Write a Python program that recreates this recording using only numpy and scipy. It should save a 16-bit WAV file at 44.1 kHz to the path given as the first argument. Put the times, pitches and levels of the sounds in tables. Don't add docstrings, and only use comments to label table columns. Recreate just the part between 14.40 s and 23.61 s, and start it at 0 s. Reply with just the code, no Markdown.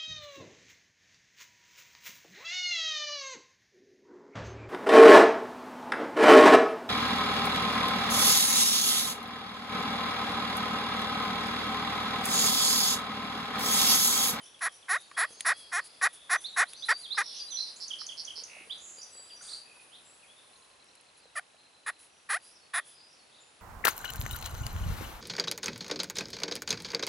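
import sys
import numpy as np
from scipy import signal
from scipy.fft import rfft, irfft
from scipy.io import wavfile
from scipy.ndimage import uniform_filter1d

SR = 44100
rng = np.random.default_rng(int(sys.argv[2]) if len(sys.argv) > 2 else 0)


def master(y):
    cut = np.clip(np.atleast_2d(y).T, -1, 1)
    pcm = np.round(cut * 32767)
    wavfile.write(sys.argv[1], SR, pcm.astype(np.int16))


def to_linear_factor(level_db):
    exponent = np.asarray(level_db, float) / 20
    return 10 ** exponent


N = 406161

# time_s, pot_level_db, slip_rate_hz
STROKES = [
    [(0.209, -44.5, 561), (0.22, -33, 383), (0.236, -31.5, 329), (0.251, -31.5, 327), (0.266, -27.5, 394),
     (0.275, -30, 475), (0.284, -33, 637), (0.287, -48, 651)],
    [(0.484, -40.5, 539.5), (0.497, -31, 358.7), (0.515, -25, 376.6), (0.53, -28, 420), (0.544, -25, 475),
     (0.555, -28, 540), (0.566, -27.5, 645), (0.578, -40, 754)],
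    [(0.767, -45, 599.6), (0.772, -35, 488), (0.78, -28, 375.5), (0.792, -28.5, 318.4), (0.801, -27, 322.7),
     (0.838, -26, 492), (0.854, -32.5, 660), (0.858, -46, 714)],
    [(1.049, -39, 588), (1.055, -31, 441), (1.068, -25.5, 320.5), (1.08, -26, 329), (1.095, -23, 404.5),
     (1.112, -25, 528), (1.124, -25.5, 673), (1.133, -37, 896)],
    [(1.318, -47, 533), (1.327, -33.5, 391), (1.335, -32, 342), (1.358, -28.5, 357.3), (1.385, -29, 430),
     (1.394, -28, 489), (1.403, -33.5, 655), (1.407, -47, 651)],
    [(1.614, -31.5, 604), (1.626, -28.5, 373), (1.638, -22, 370), (1.654, -24, 420), (1.663, -23.5, 487),
     (1.669, -22.5, 576), (1.677, -29, 860), (1.681, -45, 936)],
    [(1.896, -36, 562.5), (1.901, -32.5, 438.5), (1.912, -28.5, 340), (1.935, -22.5, 376),
     (1.953, -25.5, 521), (1.962, -24.5, 660), (1.968, -32, 861), (1.971, -41, 890)],
           [(2.163, -38, 556.5), (2.172, -28.5, 390.5), (2.185, -25, 335.6), (2.201, -21.5, 385.4),
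     (2.221, -22.5, 503), (2.231, -24, 642), (2.24, -29, 800), (2.243, -39, 796)],
    [(2.486, -33, 484), (2.488, -25, 472), (2.493, -22.5, 425), (2.499, -24, 433), (2.512, -20.5, 485),
     (2.52, -23.5, 554), (2.528, -25.5, 730), (2.534, -38, 898)],
    [(2.772, -42, 528), (2.774, -37, 516), (2.779, -26, 436), (2.785, -23.5, 410), (2.794, -24.5, 396),
     (2.802, -28.5, 397), (2.817, -26.5, 489), (2.829, -38.5, 646)],
    [(6.954, -55, 704), (6.957, -40, 690), (6.968, -35, 583), (6.974, -33, 580), (6.984, -31, 613),
     (6.989, -37.5, 680), (6.996, -34.5, 804), (7.0, -56, 820)],
    [(7.462, -51, 602), (7.464, -35, 590), (7.471, -36.5, 471), (7.48, -34, 404), (7.492, -31, 491),
     (7.502, -34, 704), (7.506, -41, 900), (7.509, -53, 942)],
    [(7.891, -41, 605), (7.904, -29, 404.5), (7.911, -29.5, 383.5), (7.923, -31.5, 424), (7.949, -27, 656),
     (7.957, -33.5, 675), (7.97, -34, 790), (7.979, -44, 980)],
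    [(8.334, -53, 606), (8.337, -34, 578), (8.346, -30, 388), (8.358, -31.5, 331), (8.374, -32, 355),
     (8.383, -28, 389), (8.4, -35, 672), (8.404, -47, 701)],]
# peg_re_pot_peak_db, slate_middle_db, slate_top_db
GRIPS = [(-7, -0.5, -2), (-9, -1.5, -2), (-7.5, 0, 0), (-8, 0.5, 2), (-12, -1, 4.5), (-11, 0, 3),
         (-9.5, 1, 1.5), (-11.5, 1, 4), (-19, 2.5, 3), (-17, 1.5, 2), (-11.5, -2, -0.5), (-9.5, -0.5, 0),
         (-7.5, 0.5, 0), (-6.5, 1, 0)]
# mode_hz, width_hz, first_grip_db, later_grip_db
SLATE_MIDDLE = [(3400, 370, -2.5, 7.5), (3490, 550, 0.5, 6), (4300, 550, 3, -1.5), (5000, 700, 0.5, -5.5),
                (5750, 460, 0.5, -8.5)]
SLATE_TOP = [(6300, 1400, 2.5, -1.1), (7000, 380, 0, -0.31), (7360, 480, 1, 0.13), (8260, 500, -3, 0.46)]
REGRIP_S = 5
POT_FLOOR_HZ = (350, 427)
HOLLOW_HZ, HOLLOW_WIDTH_HZ, HOLLOW_DEPTH = 2746, 570, (0.64, 0.18)


def strokes():
    out = np.zeros(N)
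    chance = rng.standard_normal((len(GRIPS), 2, 9))
    slate = SLATE_MIDDLE + SLATE_TOP
    for curve, (peg_db, *slate_db), (shift, more) in zip(STROKES, GRIPS, chance):
        late = int(curve[0][0] > REGRIP_S)
        modes = [(hz * (1 + 0.03 * a), width_hz, dbs[late] + b)
                 for (hz, width_hz, *dbs), a, b in zip(slate, shift, more)]
        bands = modes[:len(SLATE_MIDDLE)], modes[len(SLATE_MIDDLE):]
        at, sound = stroke(motion(curve, peg_db, late), bands, peg_modes(late), slate_db)
        floor = signal.butter(5, POT_FLOOR_HZ[late], "high", fs=SR, output="sos")
        sound = signal.sosfilt(floor, sound)
        hollow = HOLLOW_DEPTH[late] * resonate(sound, HOLLOW_HZ, HOLLOW_WIDTH_HZ)
        out[at:at + len(sound)] += sound - hollow
    return out


PEG_DB_PER_OCTAVE = (-16, -6.5)


def motion(curve, peg_db, late):
    s, db, hz = np.transpose(curve)
    pressure_db = 0.7 * (db - db.max())
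    quick_db = PEG_DB_PER_OCTAVE[late] * np.log2(hz / hz.min())
    peg = db.max() + peg_db + pressure_db + quick_db
    t = np.linspace(s[0], s[-1], num=40)
    return np.transpose([t, *(np.interp(t, s, column) for column in (db, hz, peg))])


# mode_hz, width_hz, level_db
POT = [(717, 139, -13), (1104, 170, -6.5), (1529, 271, -2.5), (1722, 212.5, 0), (1904, 114, 2),
       (2163, 73, -9.5), (2424, 126, -10.5)]
JITTER, UNEVEN_DB, GRIT_DB, POT_GRIT_DB, SLATE_GRIT = 0.004, 1.0, -6, -2.5, 0.8


def stroke(rows, slate_bands, shaft, slate_db):
    s, pot_db, slip_hz, peg_db = np.transpose(rows)
    t = s[0] - .03 + np.arange(7000) / SR
    slips, grit = slip_train(np.interp(t, s, slip_hz))
    push = slips + to_linear_factor(POT_GRIT_DB) * grit
    slips = slips + grit

    edges = np.r_[s[0] - .002, s, s[-1] + .002]
    pot = np.interp(t, edges, np.r_[0, to_linear_factor(pot_db), 0])
    peg = np.interp(t, edges, np.r_[0, to_linear_factor(peg_db), 0])
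    place = np.clip((t - edges[0]) / (edges[-1] - edges[0]), 0, 1)
    firm = np.sin(np.pi * place ** 0.75).clip(0)

    above = signal.butter(3, 2900, "high", fs=SR, output="sos")
    scrape = slips + SLATE_GRIT * grit
    middle, top = (evened(signal.sosfilt(above, body(scrape, modes))) for modes in slate_bands)
    sound = pot * evened(body(push, POT), size=450)
    sound += to_linear_factor(3.0) * firm ** 0.49 * peg * evened(body(slips, shaft))
    sound += to_linear_factor(slate_db[0] - 12.5) * pot ** 0.65 * peg ** 0.28 * firm ** 0.5 * middle
    sound += to_linear_factor(slate_db[1] - 11.0) * pot ** 0.29 * peg ** 0.66 * firm * top
    return round(t[0] * SR), sound


def slip_train(slip_hz):
    chance = rng.standard_normal((2, len(slip_hz)))
    wobble = rms_one(uniform_filter1d(chance[0], size=120))
    hz = uniform_filter1d(slip_hz, size=180) * (1 + JITTER * wobble)
    turn = 2 * np.pi * np.cumsum(hz) / SR
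    k = np.arange(1, 45)[:, None]
    slips = np.sum(np.cos(k * turn) * (k * hz < 13000), axis=0)
    slips *= to_linear_factor(UNEVEN_DB * wobble[::-1])
    grit = to_linear_factor(GRIT_DB) * chance[1] * (1 + np.cos(turn)) ** 2
    return slips, grit


# mode_hz, width_hz, first_grip_db, later_grip_db
PEG = [(9180, 440, -16, 2), (9460, 650, 0.5, 5), (10280, 570, 7, 4.5), (10930, 200, 7, 1.5)]


def peg_modes(late):
    return [(hz, width_hz, dbs[late]) for hz, width_hz, *dbs in PEG]


# start_s, length_s, level_db
DRAGS = [(.01, 0.11, -56), (0.313, 0.086, -56), (0.599, 0.042, -54.5), (0.885, 0.093, -55),
         (1.161, .1, -53), (1.437, 0.055, -50), (1.724, 0.069, -51), (2.002, 0.086, -50.5),
         (2.28, 0.079, -53), (2.568, 0.099, -51), (5.403, .06, -59.5), (6.767, 0.045, -61),
         (7.583, 0.11, -57), (8.015, 0.15, -56.5), (2.45, 0.046, -49), (6.947, .015, -61),
         (8.444, 0.14, -56)]
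# freq_hz, density_db_per_hz
DRAG_COLOUR = [(400, -50), (1500, -16), (2500, -18.5), (5000, -14), (8000, -15), (9300, -10), (10500, 1),
               (11200, -6), (11800, -44)]
# start_s, length_s, level_db
WIPE = (5.01, 0.23, -48)
# freq_hz, density_db_per_hz
WIPE_COLOUR = [(700, -15.5), (1500, -5), (2500, -17), (4500, -2), (7000, -7), (8500, 2), (11200, -3.5),
               (11800, -40)]


def drags():
    tip = to_linear_factor(1.0) * sum(swell(*row) for row in DRAGS) * coloured(DRAG_COLOUR, channels=1)
    return tip + swell(*WIPE) * coloured(WIPE_COLOUR, channels=1)


def swell(start_s, length_s, level_db):
    place = np.clip((np.arange(N) / SR - start_s) / length_s, 0, 1)
    return to_linear_factor(level_db) * np.sin(np.pi * place ** 0.57)


# start_s, peak_db, ring_hz
KNOCKS = [(0.001, -59, 1940), (0.001, -62, 1010), (0.713, -55.5, 1130), (0.714, -53, 1750),
          (0.906, -60.5, 445), (0.929, -65, 473), (0.971, -64, 424), (2.745, -57, 1200),
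          (3.615, -53.5, 1190), (3.978, -60, 410), (4.023, -62, 499), (4.164, -60, 580),
          (4.208, -62.5, 368), (4.273, -63, 500), (4.582, -63.5, 510), (4.752, -62.5, 560),
          (4.795, -62, 546), (5.009, -61, 1450), (5.369, -67, 1000), (6.855, -63.5, 452), (7.144, -66, 611)]
# start_s, peak_db
TICKS = [(.192, -40), (.945, -52), (.976, -48), (0.997, -40), (1.007, -16), (1.023, -44), (2.334, -30.5),
         (4.496, -44), (4.585, -38), (6.442, -46), (6.553, -40), (6.61, -45)]


def knocks():
    out, t = np.zeros(N), np.arange(1500) / SR
    for s, db, hz in KNOCKS:
        burst = rng.standard_normal(1500) * np.exp(-t / 0.0037)
        ring = resonate(burst, hz, width_hz=150)
        out[round(s * SR):][:1500] += to_linear_factor(db + 13.5) * ring / np.abs(ring).max()
    for s, db in TICKS:
        crack = np.diff(rng.standard_normal(1501)) * np.exp(-t / 0.002)
        pot = resonate(crack, 2400, width_hz=980)
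        peg = body(crack, peg_modes(0))
        out[round(s * SR):][:1500] += to_linear_factor(db) * (0.29 * crack + 1.6 * pot + .5 * peg)
    return out


WOOD_T60_S = 0.38


def birds():
    near, near_spread = near_bird()
    far, far_spread = far_birds()
    near_echo = wood_echo(near_spread, WOOD_T60_S)
    far_echo = wood_echo(far_spread, WOOD_T60_S * 1.5)
    return (pan(near, left_db=-9.5) + pan(near_echo, left_db=1)
            + pan(far, left_db=1.5) + to_linear_factor(-2.5) * far_echo)


# start_s, length_s, from_hz, to_hz, level_db
NEAR_GLIDES = [(2.04, 0.032, 3276, 4490, -40.5), (2.25, 0.058, 3000, 5350, -56.5),
               (2.32, 0.055, 3180, 4700, -54.5), (2.422, 0.03, 3390, 4230, -39.5),
               (2.632, 0.036, 4270, 3110, -45.5), (2.705, 0.033, 3400, 4340, -37),
               (2.74, 0.044, 4510, 5840, -47), (3.075, .03, 3940, 4300, -50),
               (3.1, 0.037, 4240, 3106, -45.5), (3.14, .03, 3100, 3770, -51),
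               (3.105, 0.073, 6180, 5810, -41), (3.358, 0.018, 5770, 8200, -55),
               (4.297, 0.037, 2930, 4150, -42), (4.63, 0.0078, 6570, 5460, -46),
               (5.08, 0.032, 3380, 5000, -46), (5.111, 0.014, 3570, 5190, -45),
               (5.128, 0.019, 3700, 4960, -47), (5.144, .013, 3600, 4500, -53.5),
               (4.377, 0.0092, 5700, 7000, -55), (2.612, 0.032, 4270, 4280, -51),
               (5.515, 0.052, 2770, 4270, -56)]
NEAR_TRILLS = [(2.82, 0.13, 4870, 6010, -44.5), (3.165, 0.073, 3804, 4490, -34),
               (4.41, 0.27, 6680, 7100, -61), (4.61, 0.023, 4970, 6300, -48)]
NEAR_BUZZES = [(2.82, 0.23, 3040, 5220, -49.5), (2.85, 0.19, 5260, 3680, -61),
               (2.93, 0.096, 6480, 4690, -49), (3.165, 0.088, 6020, 4300, -45),
               (3.25, 0.061, 3510, 5570, -45), (4.39, 0.18, 6150, 7830, -51)]
NEAR_TRILL_PER_S, NEAR_BUZZ_PER_S = 58, 110
# start_s, level_db
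PHRASE_STARTS = [(3.4, -1), (3.585, -2.5), (3.769, -3), (3.956, -2)]
# length_s, from_hz, to_hz, sweeps_per_s, level_db
PHRASE_BUZZ = (0.0537, 3799, 6002, 154.5, -36.5)
# lag_s, length_s, from_hz, to_hz, level_db
PHRASE = [(0.08, 0.0068, 6820, 5440, -39), (0.103, 0.018, 3485, 2910, -38), (.132, .011, 3550, 2850, -39)]


def near_bird():
    glides = [(s + lag, *rest, db + more) for s, more in PHRASE_STARTS for lag, *rest, db in PHRASE]
    glides = glides[:-2]
    *buzz, buzz_db = PHRASE_BUZZ
    buzzes = [(s, *buzz, buzz_db + more) for s, more in PHRASE_STARTS]
    notes = (swept(NEAR_GLIDES, 0) + swept(NEAR_TRILLS, NEAR_TRILL_PER_S)
             + swept(NEAR_BUZZES, NEAR_BUZZ_PER_S))
    loose, spread = sing(notes, turned_away=0.26, waver_hz=27.6)
    figure, _ = sing(buzzes + swept(glides, 0), turned_away=0, waver_hz=15.0, uneven=.16, pulsed=.9)
    chips = chatter()
    return loose + figure + chips, spread + to_linear_factor(-2) * figure + to_linear_factor(-3.5) * chips


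# start_s, period_s, length_s, foot_hz, top_hz, level_db
CHATTER = (4.0775, .0174, .011, 1700, 2850, -46)


def chatter():
    start, period, length, foot_hz, top_hz, db = CHATTER
    t = np.arange(N) / SR - start
    place = np.clip(t % period / length, 0, 1)
    arch = np.sin(np.pi * place).clip(0) * (t > 0) * (t < 10 * period)
    hz = foot_hz + (top_hz - foot_hz) * (1 - np.abs(2 * place - 1))
    tone = np.sin(2 * np.pi * np.cumsum(hz) / SR)
    rise_fall = np.sin(np.pi * np.clip(t / period / 10, 0, 1)).clip(0) ** .4
    return to_linear_factor(db) * arch * rise_fall * tone


# start_s, length_s, pitch_hz, level_db
FAR_WHISTLES = [(0.57, 0.14, 6830, -71), (0.738, 0.088, 3330, -54.5), (0.818, 0.074, 3330, -59),
                (0.905, 0.062, 6200, -60), (0.919, 0.14, 6520, -61), (1.129, 0.15, 3323, -56.5),
                (1.947, 0.051, 6040, -52.5), (2.095, .02, 7350, -60), (2.124, 0.037, 3860, -49.5),
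                (2.362, 0.067, 6050, -54.5), (2.509, 0.065, 4648, -43.5), (2.995, 0.041, 4747, -40.5),
                (4.295, 0.073, 4810, -59), (4.57, 0.053, 4836, -51.5), (4.609, 0.028, 4660, -54.5),
                (4.705, 0.14, 7775, -53), (4.736, 0.081, 4750, -54.5), (4.865, 0.045, 4850, -56),
                (4.901, 0.043, 4750, -49.5), (5.009, 0.22, 4693, -53.5), (5.62, 0.13, 7400, -67.5),
                (5.65, 0.074, 7840, -62.5), (5.945, 0.51, 1065, -73.5), (7.169, 0.091, 4180, -67),
                (4.724, 0.14, 3900, -70), (7.694, 0.15, 5860, -71.5), (7.98, .26, 5770, -81),
                (8.955, 0.026, 4580, -69.5), (8.035, .07, 5025, -63.5), (8.506, 0.2, 5000, -62.5),
                (9.001, 0.034, 7120, -61.5)]
# start_s, length_s, from_hz, to_hz, level_db
FAR_GLIDES = [(5.876, .06, 3240, 3540, -61.5), (.005, 0.035, 3150, 3070, -60),
              (.143, 0.012, 3500, 3030, -54.5), (0.289, 0.011, 3580, 3050, -54),
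              (0.424, 0.016, 3550, 2910, -56), (4.896, 0.021, 3840, 2430, -53.5),
              (4.958, 0.054, 5900, 5890, -53.5), (5.015, 0.022, 6000, 7300, -52),
              (5.817, 0.0356, 2960, 2140, -60.5), (4.852, 0.0174, 3760, 2930, -64),
              (4.955, 0.013, 6800, 6000, -70), (6.785, .035, 5500, 4060, -69),
              (8.907, 0.054, 3100, 4500, -72.5)]
FAR_WARBLES = [(6.8, 0.11, 4340, 3690, -63), (7.3, 0.33, 3940, 4210, -63)]
FAR_TRILLS = [(.033, 0.056, 6400, 5000, -54.5), (0.2, 0.054, 6200, 4600, -58),
              (0.5, 0.045, 7500, 5200, -50), (0.034, 0.073, 2800, 4000, -58),
              (.316, 0.069, 6400, 5000, -56), (5.23, 0.22, 2580, 2480, -57), (8.26, 0.34, 2900, 3900, -64),
              (7, 0.46, 3600, 4300, -70), (8.9, 0.13, 3000, 4500, -60.5), (8.56, 0.071, 3500, 4800, -62.5)]
FAR_BUZZES = [(0.53, 0.095, 3960, 3600, -53.5), (5.95, .08, 3350, 3800, -60), (6.445, .06, 5800, 5350, -65),
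              (6.165, 0.036, 6700, 6300, -67), (.6, .09, 4100, 4800, -62), (2.355, .1, 4100, 5300, -50),
              (2.9, .16, 2500, 3600, -58), (.68, 1, 4030, 5400, -57), (1.45, 0.87, 3200, 3830, -60.5)]
FAR_WARBLE_PER_S, FAR_TRILL_PER_S, FAR_BUZZ_PER_S = 8.6, 50, 110
WHISTLE_SAG_PER_S = 0.0634
# start_s, level_db
FAR_SONG_STARTS = [(8.0, -2), (8.572, -2.5)]
# lag_s, length_s, from_hz, to_hz, level_db
FAR_SONG = [(0, 0.068, 4700, 4770, -59.5), (0.105, 0.045, 5330, 6000, -61), (0.151, .03, 5950, 4470, -57),
            (.19, 0.075, 4460, 4410, -62)]
# first_s, last_s, period_s, gap_s
PEEP_PAIRS = (6.045, 6.76, .0883, .023)


def far_birds():
    whistles = []
    for s, length, hz, db in FAR_WHISTLES:
        sag = WHISTLE_SAG_PER_S * length / 2
        whistles.append((s, length, hz * (1 + sag), hz * (1 - sag), db))
    calls = (swept(whistles + FAR_GLIDES, 0) + swept(FAR_WARBLES, FAR_WARBLE_PER_S)
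             + swept(FAR_TRILLS, FAR_TRILL_PER_S) + swept(FAR_BUZZES, FAR_BUZZ_PER_S))
    tune = [(s + lag, *rest, db + more) for s, more in FAR_SONG_STARTS for lag, *rest, db in FAR_SONG]
    first, last, period, gap = PEEP_PAIRS
    peeps = [(s + lag, .009, 3900, 4300, -60 - 5 * (s - first))
             for s in np.arange(first, last, period) for lag in (0, gap)]

    far, far_spread = sing(calls, turned_away=0.095, waver_hz=40.2)
    hidden, hidden_spread = sing(swept(tune, 0), turned_away=0.27, waver_hz=45)
    close, close_spread = sing(swept(peeps, 0), turned_away=0, waver_hz=25)
    spread = far_spread + to_linear_factor(-1.5) * hidden_spread + to_linear_factor(-7) * close_spread
    return far + hidden + close, spread


def swept(table, per_s):
    return [(*row, per_s, db) for *row, db in table]


SLOW_PER_S = 75


def sing(notes, turned_away, waver_hz, uneven=.3, pulsed=0.4):
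    direct, spread = np.zeros((2, N))
    for s, length, from_hz, to_hz, per_s, db in notes:
        t = np.arange(round(length * SR)) / SR
        slow = per_s < SLOW_PER_S
        chance = rng.standard_normal((2, len(t) + 1000))
        chance = uniform_filter1d(chance, size=400)[:, :len(t)] * 20
        arch = np.sin(np.pi * t / length)
        if per_s:
            rate = per_s * (1 + (0.04 if slow else uneven) * chance[0])
            place = np.cumsum(rate / SR) % 1
            shape = arch ** 0.7 * np.sin(np.pi * place) ** (1.6 if slow else pulsed)
        else:
            place = t / length
            shape = arch ** 0.43
        hz = from_hz + (to_hz - from_hz) * place + waver_hz * chance[0]
        tone = np.sin(2 * np.pi * np.cumsum(hz) / SR)
        note = np.sqrt(2) * to_linear_factor(db + 2.16 * chance[1]) * shape * tone
        spread[round(s * SR):][:len(t)] += note
        direct[round(s * SR):][:len(t)] += note * to_linear_factor(turned_away * min(db + 48.0, 8.0))
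    return direct, spread


def wood_echo(x, t60_s):
    t = np.arange(SR) / SR
    answer = rng.standard_normal((3, SR)) * to_linear_factor(-60 * t / t60_s) * (1 - np.exp(-t / 0.00087))
    answer = (answer[:2] + 1.22 * answer[2]) / np.sqrt(np.sum(answer ** 2) / 2)
    return signal.fftconvolve(x[None], answer, axes=1)[:, :N]


PULSE_HZ, PULSE_PER_S, PULSE_DB = 2600, 29.97, -62


def faint_pulses():
    t = np.arange(N) / SR
    gate = np.exp(-((t * PULSE_PER_S + 0.655) % 1 - .5) ** 2 / 0.0052)
    rasp = rms_one(resonate(resonate(rng.standard_normal(N), 2970, 500), 2970, 500))
    pulse_tone = np.sin(2 * np.pi * PULSE_HZ * t) + 0.51 * rasp
    return pan(to_linear_factor(PULSE_DB) * gate * pulse_tone, left_db=-1.0)


# freq_hz, density_db_per_hz
AIR = [(15, -46), (30, -45), (55, -9), (118, -8), (372, -3.5), (492, -1), (840, -1.5), (1230, -3),
       (2510, -6), (3970, -5.5), (5530, -10), (11000, -15.5), (14300, -57)]
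# time_s, level_db
AIR_LEVEL = [(0.0, -71.5), (0.82, -70.5), (0.92, -70), (1.67, -70.5), (4.03, -68.5), (7.03, -73.5),
             (7.41, -74), (9.21, -72)]
INSECT_HISS = [(0, -63), (2.7, -59), (2.95, -56), (4.7, -58.5), (6.25, -63), (6.4, -71.5), (9.21, -67.5)]


def air():
    t = np.arange(N) / SR
    insects_hz_db = [(6000, -28), (8500, -12.5), (9600, -1.5), (11200, -1.0), (11800, -44)]
    chorus_db = np.interp(t, *np.transpose(INSECT_HISS)) - 2.5
    leaves_db = np.interp(t, *np.transpose(AIR_LEVEL)) + 11.5
    chorus = to_linear_factor(chorus_db) * coloured(insects_hz_db, channels=2)
    return to_linear_factor(leaves_db) * coloured(AIR, channels=2) + chorus


# freq_hz, left_right_likeness
LIKENESS = [(60, 1), (170, 0.71), (490, 0.29), (1420, 0.082), (4070, 0.47), (11700, 0.84)]


def coloured(spectrum, channels):
    hz = np.maximum(np.fft.rfftfreq(N, 1 / SR), 1)
    mid, side = rfft(rng.standard_normal((2, N))) * to_linear_factor(at_hz(spectrum, hz))
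    if channels == 1:
        return rms_one(irfft(mid, N))
    alike = np.clip(at_hz(LIKENESS, hz), 0, 1)
    pair = np.sqrt(1 + alike) * mid + np.sqrt(1 - alike) * side * [[1], [-1]]
    return rms_one(irfft(pair, N))


def at_hz(points, hz):
    point_hz, value = np.transpose(points)
    return np.interp(np.log(hz), np.log(point_hz), value)


def resonate(x, hz, width_hz):
    r = np.exp(-np.pi * width_hz / SR)
    zeros = np.array([1, 0, -1]) * (1 - r * r) / 2
    return signal.lfilter(zeros, [1, -2 * r * np.cos(2 * np.pi * hz / SR), r * r], x)


def body(x, modes):
    return sum((-1) ** k * to_linear_factor(db) * resonate(x, hz, width_hz)
               for k, (hz, width_hz, db) in enumerate(modes))


def evened(x, size=1000):
    return x / np.sqrt(uniform_filter1d(x ** 2, size=size) + 1e-9)


def rms_one(x):
    return x / np.sqrt(np.mean(x ** 2) + 1e-20)


def pan(x, left_db):
    return x * to_linear_factor([[left_db / 2], [-left_db / 2]])


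def scene():
    hands = strokes() + drags() + knocks()
    near_echo = to_linear_factor(-19.0) * wood_echo(hands, 0.083)
    return pan(hands, left_db=-.6) + near_echo + birds() + faint_pulses() + air()


def band_limit(x):
    return signal.sosfilt(signal.butter(12, 12290, fs=SR, output="sos"), x)


CUTOFF_HZ = 11026


def record(dry):
    steep = signal.ellip(9, .5, 20, CUTOFF_HZ, fs=SR, output="sos")
    deep = signal.cheby2(8, 40, CUTOFF_HZ * 1.174, fs=SR, output="sos")
    mix = signal.sosfilt(deep, signal.sosfilt(steep, dry))
    return band_limit(mix)


dry = scene()
out = record(dry)
master(out)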